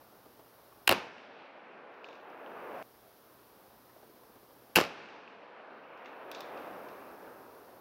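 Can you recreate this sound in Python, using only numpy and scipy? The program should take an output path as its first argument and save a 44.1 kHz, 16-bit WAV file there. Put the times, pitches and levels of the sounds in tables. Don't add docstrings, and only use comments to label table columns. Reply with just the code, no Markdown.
import sys
import numpy as np
from scipy import signal
from scipy.fft import rfft, irfft, next_fast_len
from scipy.io import wavfile
from scipy.ndimage import uniform_filter1d

SR = 44100
rng = np.random.default_rng(int(sys.argv[2]) if len(sys.argv) > 2 else 0)


def volts_from_db(level):
    exponent = np.asarray(level, float) / 20
    return 10 ** exponent


def transcribe(u):
    v = np.clip(np.atleast_2d(u).T, -1, 1)
    q = np.round(v * 32767).astype(np.int16)
    wavfile.write(sys.argv[1], SR, q)


N = 344057
TIME = np.arange(N) / SR
SCENE_CHANGE_S = 2.8265


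def level(x, db):
    return x * volts_from_db(db) / np.sqrt(np.mean(x ** 2))


def ring(x, modes):
    out = 0
    for k, (hz, width, db) in enumerate(modes):
        b, a = signal.iirpeak(hz, hz / width, fs=SR)
        out = out + (-1) ** k * volts_from_db(db) * signal.lfilter(b, a, x)
    return out


def bands(x, colour):
    size = next_fast_len(N)
    octave = np.log2(np.arange(size // 2 + 1) * SR / size + 1)
    hz, db = np.transpose(colour)
    shaped = rfft(x, size) * volts_from_db(np.interp(octave, np.log2(hz), db))
    for centre in np.arange(14, 43) / 3:
        triangle = np.clip(1 - 3 * abs(octave - centre), 0, 1)
        yield 2 ** centre, irfft(shaped * triangle, size)[:N]


def walk(rate):
    hold = int(SR / rate)
    steps = np.repeat(rng.standard_normal(N // hold + 1), hold)
    return 0.65 * uniform_filter1d(uniform_filter1d(steps, hold), hold)[:N]


def add(out, s, sound, peak_db):
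    i = int(s * SR)
    out[i:i + len(sound)] += sound * volts_from_db(peak_db) / abs(sound).max()


def front(chance, spread_ms):
    t = np.arange(len(chance)) / SR
    return (t == 0) + 0.24 * chance * np.exp(-1000 * t / max(spread_ms, .1))


# (shot time [s], dive [dB], climb [dB/s])
DIVES = [
    (0.876, -51, 26.5),
    (4.759, -48.5, 26),
]


def gain_control():
    gain_db = np.zeros(N)
    for s, dive_db, climb in DIVES:
        gain_db += np.where(TIME > s, np.minimum(dive_db + climb * (TIME - s), 0), 0)
    gain_db[(TIME > SCENE_CHANGE_S) & (TIME < DIVES[1][0])] = 0
    return gain_db


# (frequency [Hz], level [dB per Hz])
FLOOR_COLOUR = [(25, -25), (60, -7.5), (118, -11.5), (250, -2.5), (450, -0.5), (1100, -5), (1600, -10.5),
                (2000, -15.5), (2700, -18), (5300, -19), (7600, -29.5), (10500, -19.5), (13500, -14.5),
                (16000, -15.5)]
# (frequency [Hz], level [dB rms])
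HUM = [(120, -77)]


def floor():
    floor_db, converter_db, notch_hz = -59, -94, 15050
    gate_hz, gate_db = 12000, -23
    gain_db = gain_control()
    hiss = 0
    for hz, part in bands(rng.standard_normal(N), FLOOR_COLOUR):
        hiss = hiss + part * volts_from_db(walk(9) * 2.8 * (hz < 1500))
    hiss = level(signal.lfilter(*signal.iirnotch(notch_hz, 45, fs=SR), hiss), floor_db)
    dull = signal.sosfiltfilt(signal.butter(12, gate_hz, fs=SR, output="sos"), hiss)
    shut = uniform_filter1d(1. * (gain_db + 2.5 * walk(30) < gate_db), size=512)
    converter = signal.lfilter(*signal.butter(6, gate_hz, fs=SR), rng.standard_normal(N))
    converter = level(converter, converter_db)
    hum = 0
    for hz, db in HUM:
        hum = hum + volts_from_db(db + 2.9 * walk(13)) * np.sqrt(2) * np.sin(2 * np.pi * hz * TIME)
    return (hiss + shut * (dull - hiss) + hum) * volts_from_db(gain_db) + converter


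# (time [s], peak level [dB], pitch [Hz])
TICKS = [(0.009, -49, 523), (0.122, -47, 443), (0.199, -51, 509), (0.254, -44, 323), (0.329, -54, 452),
         (0.39, -42.5, 333), (0.459, -50, 650), (0.523, -51, 780), (0.589, -46, 468), (0.718, -47.5, 626),
         (0.8, -52, 325), (3.889, -47.5, 920), (3.958, -42, 403), (4.026, -43.5, 418), (4.092, -44.5, 354),
         (4.161, -47, 310), (4.23, -47, 460), (4.294, -47, 287), (4.352, -45.5, 310), (4.426, -48, 296),
         (4.5, -50, 450), (4.561, -43.5, 299), (4.694, -47, 312), (6.456, -42, 467)]


def ticks():
    out = np.zeros(N)
    t = np.arange(2048) / SR
    for (s, db, hz), chance in zip(TICKS, rng.standard_normal((len(TICKS), 2048))):
        thud = chance * t * np.exp(-t / 0.0053)
        add(out, s, ring(thud, [(hz, 200, 0), (1.97 * hz, 500, -5)]), db - 3.5)
    return out


# (time [s], crack peak [dB], boom re crack [dB], sizzle re crack [dB])
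BLASTS = [(.8733, -24, -17.5, -6.5), (0.8765, -6.5, -10.5, -4.5), (0.879, -16.5, 2.5, -3),
          (.8828, -30, -2, -15), (.8915, -29, -3, -11.5), (0.8925, -8, -4.5, -5), (0.8951, -16, 5.5, -11.5),
          (.9025, -25.5, 0.5, -15.5), (.9118, -20.5, -0.5, -3), (0.9133, -21, 8.5, -14.5),
          (0.917, -24, 9.5, -12), (.9243, -20.5, 9, -7.5), (.9305, -26, 0.5, -14), (4.755, -27, -17, -2.5),
          (4.7583, -6, -12, -4.5), (4.7609, -12.5, -3, -5.5), (4.7643, -13, -12, -5.5),
          (4.767, -16, -4.5, -11.5), (4.7688, -18, 5, -10), (4.7743, -17.5, 1.5, -8.5),
          (4.7779, -21.5, 2.5, -8), (4.7862, -18.5, 10.5, -14), (4.7946, -23.5, -6, -14.5),
          (4.802, -27.5, 10.5, -5.5), (4.8115, -27.5, 9, -20), (4.8386, -31, -4, -24), (4.851, -35, 4, -25)]
# (centre [Hz], width [Hz], level [dB])
CRACK = [(1550, 500, -6), (2750, 600, 0)]
# (centre [Hz], width [Hz], level [dB])
EDGE = [(3800, 280, 4), (5030, 1300, -4.5), (6914, 1100, -7)]
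# (centre [Hz], width [Hz], level [dB])
BOOM = [(139, 120, -7.5), (335, 110, 0.5)]
# (centre [Hz], width [Hz], level [dB])
SIZZLE = [(6200, 1500, -8), (10500, 5800, -2.5), (13800, 630, 9.5), (16130, 860, 2.5)]


def blasts():
    edge_db = -7
    out = np.zeros(N)
    for (s, db, boom_db, sizzle_db), chance in zip(BLASTS, rng.standard_normal((len(BLASTS), 2048))):
        spread_ms = -0.06 * db
        boom_hz = 720 + 500 * np.exp(-(spread_ms / 0.7) ** 2)
        push = front(chance, spread_ms)
        body = BOOM + [(boom_hz, 0.75 * boom_hz, 0)]
        add(out, s, ring(ring(push, CRACK), CRACK), db)
        add(out, s, ring(ring(push, EDGE), [(4930, 4500, 0)]), db + edge_db)
        add(out, s, ring(ring(push, body), [(503, 4300, 0)]), db + boom_db)
        add(out, s, ring(ring(push, SIZZLE), [(11400, 3000, 0)]), db + sizzle_db)
    return out


# (fences answer after [s], yard level at the shot [dB], yard fade [dB/s], forest level [dB])
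FOREST = [
    (.024, 22, -190, -20.5),
    (0.0021, 21.5, -230, -21.5),
]
# (frequency [Hz], level [dB per Hz])
FOREST_COLOUR = [(25, -38.5), (60, -17.5), (120, -9), (220, -3.5), (340, -3), (500, -1.5), (900, -3),
                 (1600, -3.5), (2000, -8), (2600, -3.5), (3300, -10.5), (5800, -14), (7800, -27.5),
                 (12500, -19.5), (16000, -28.5)]


def forest():
    build_s, edge_s, fall_db = 0.0026, 0.47, -58
    air_db, air_power, air_age = 2.5, 1.56, 1
    scatter_db = -24
    bass_dip_db, bass_late_db = -10, 1.5
    trunks = rng.standard_normal(N) * volts_from_db(1.5 * rng.exponential(size=N))
    heard, age = np.zeros(N), np.zeros(N)
    for (s, _, _), (first_s, yard_db, fade_db, wood_db) in zip(DIVES, FOREST):
        end_s = SCENE_CHANGE_S if s < SCENE_CHANGE_S else np.inf
        inside = (TIME >= s) & (TIME < end_s)
        t = TIME[inside] - s
        age[inside] = t
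        build = np.clip((t - first_s) / build_s, 0, 1)
        yard = volts_from_db(yard_db + fade_db * t)
        wood = volts_from_db(wood_db + fall_db * np.log10(t + edge_s))
        heard[inside] = build * np.hypot(yard, wood)
    parts = list(bands(trunks, FOREST_COLOUR))
    middle = np.std(sum(part for hz, part in parts if 300 < hz < 1500))
    clumps = walk(33)
    fading_db, late_db = bass_dip_db * (1 - np.exp(-age / 0.72)), bass_late_db * age
    out = 0
    for hz, part in parts:
        bass = np.clip(np.log2(500 / hz), 0, 3.5)
        bass_db = bass * fading_db + min(bass, 1.2) * late_db
        air = volts_from_db(-age ** air_age * air_db * (hz / 1000) ** air_power)
        scatter = volts_from_db(scatter_db * hz / 6000 - 5 * age)
        out = out + part * volts_from_db(bass_db + 2.4 * walk(9.8)) * (air + scatter)
    return out * uniform_filter1d(heard, size=64) * volts_from_db(gain_control() + clumps) / middle


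# (time [s], peak [dB], upper ring re peak [dB], sizzle re peak [dB])
CLICKS = [(1.181, -45, -19, -50), (1.941, -62, -3, -40), (2.043, -36, -18, -56), (2.087, -44, -8, -46),
          (2.1095, -49, -10, -40), (2.1292, -47, -10, -40), (2.1533, -49, -11, -40), (2.2, -56, -6, -30),
          (2.3, -59, -4, -30), (2.462, -43.5, -30, -45), (2.52, -64, -1, -23.5), (5.0576, -44.5, -18, -45),
          (5.087, -44, -16, -55), (5.277, -42, -23, -62), (5.974, -56, -4, -26), (6.0474, -53, -6, -24),
          (6.058, -44, -6, -24), (6.315, -39.5, 1.5, -2), (6.328, -58, 0, -14), (6.348, -37.5, 1, -36),
          (6.406, -45.5, 8, 5.5), (6.419, -52, 4, -20), (6.574, -46, -7, -30), (6.886, -52, 0, -15)]
# (centre [Hz], width [Hz], level [dB])
STEEL = [(3500, 440, 6.5), (4650, 1600, 1), (5470, 1740, 0), (7040, 2400, -16)]


def clicks():
    out = np.zeros(N)
    t = np.arange(16384) / SR
    for (s, db, upper_db, sizzle_db), chance in zip(CLICKS, rng.standard_normal((len(CLICKS), len(t)))):
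        ring_ms, echo_db = 19 + 0.5 * upper_db, -9.5 + 0.5 * upper_db
        push = front(chance, ring_ms / np.log(1000))
        echo = chance[::-1] * np.exp(-t / 0.062)
        cavity = ring(ring(push, [(2620, 730, 0)]), [(2540, 850, 0)])
        add(out, s, ring(cavity, [(2700, 1400, 0)]), db)
        add(out, s, ring(ring(push, STEEL), [(5020, 1400, 0)]), db + upper_db)
        add(out, s, ring(ring(push, SIZZLE), [(11000, 11000, 0)]), db + sizzle_db)
        add(out, s, ring(ring(echo, STEEL), [(4240, 3000, 0)]), db + echo_db)
    return out


def scene():
    top = signal.ellip(10, .3, 60, 15780, fs=SR, output="sos")
    quieter = floor() + ticks() + forest() + clicks()
    return (blasts() + signal.sosfilt(top, quieter))[None]


def band_limit(x):
    return signal.sosfilt(signal.butter(12, 17100, fs=SR, output="sos"), x)


def record(dry):
    band = signal.ellip(8, .3, 70, 16900, fs=SR, output="sos")
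    rounded = .62 * np.tanh(dry / .62)
    return band_limit(signal.sosfilt(band, rounded))


dry = scene()
out = record(dry)
transcribe(out)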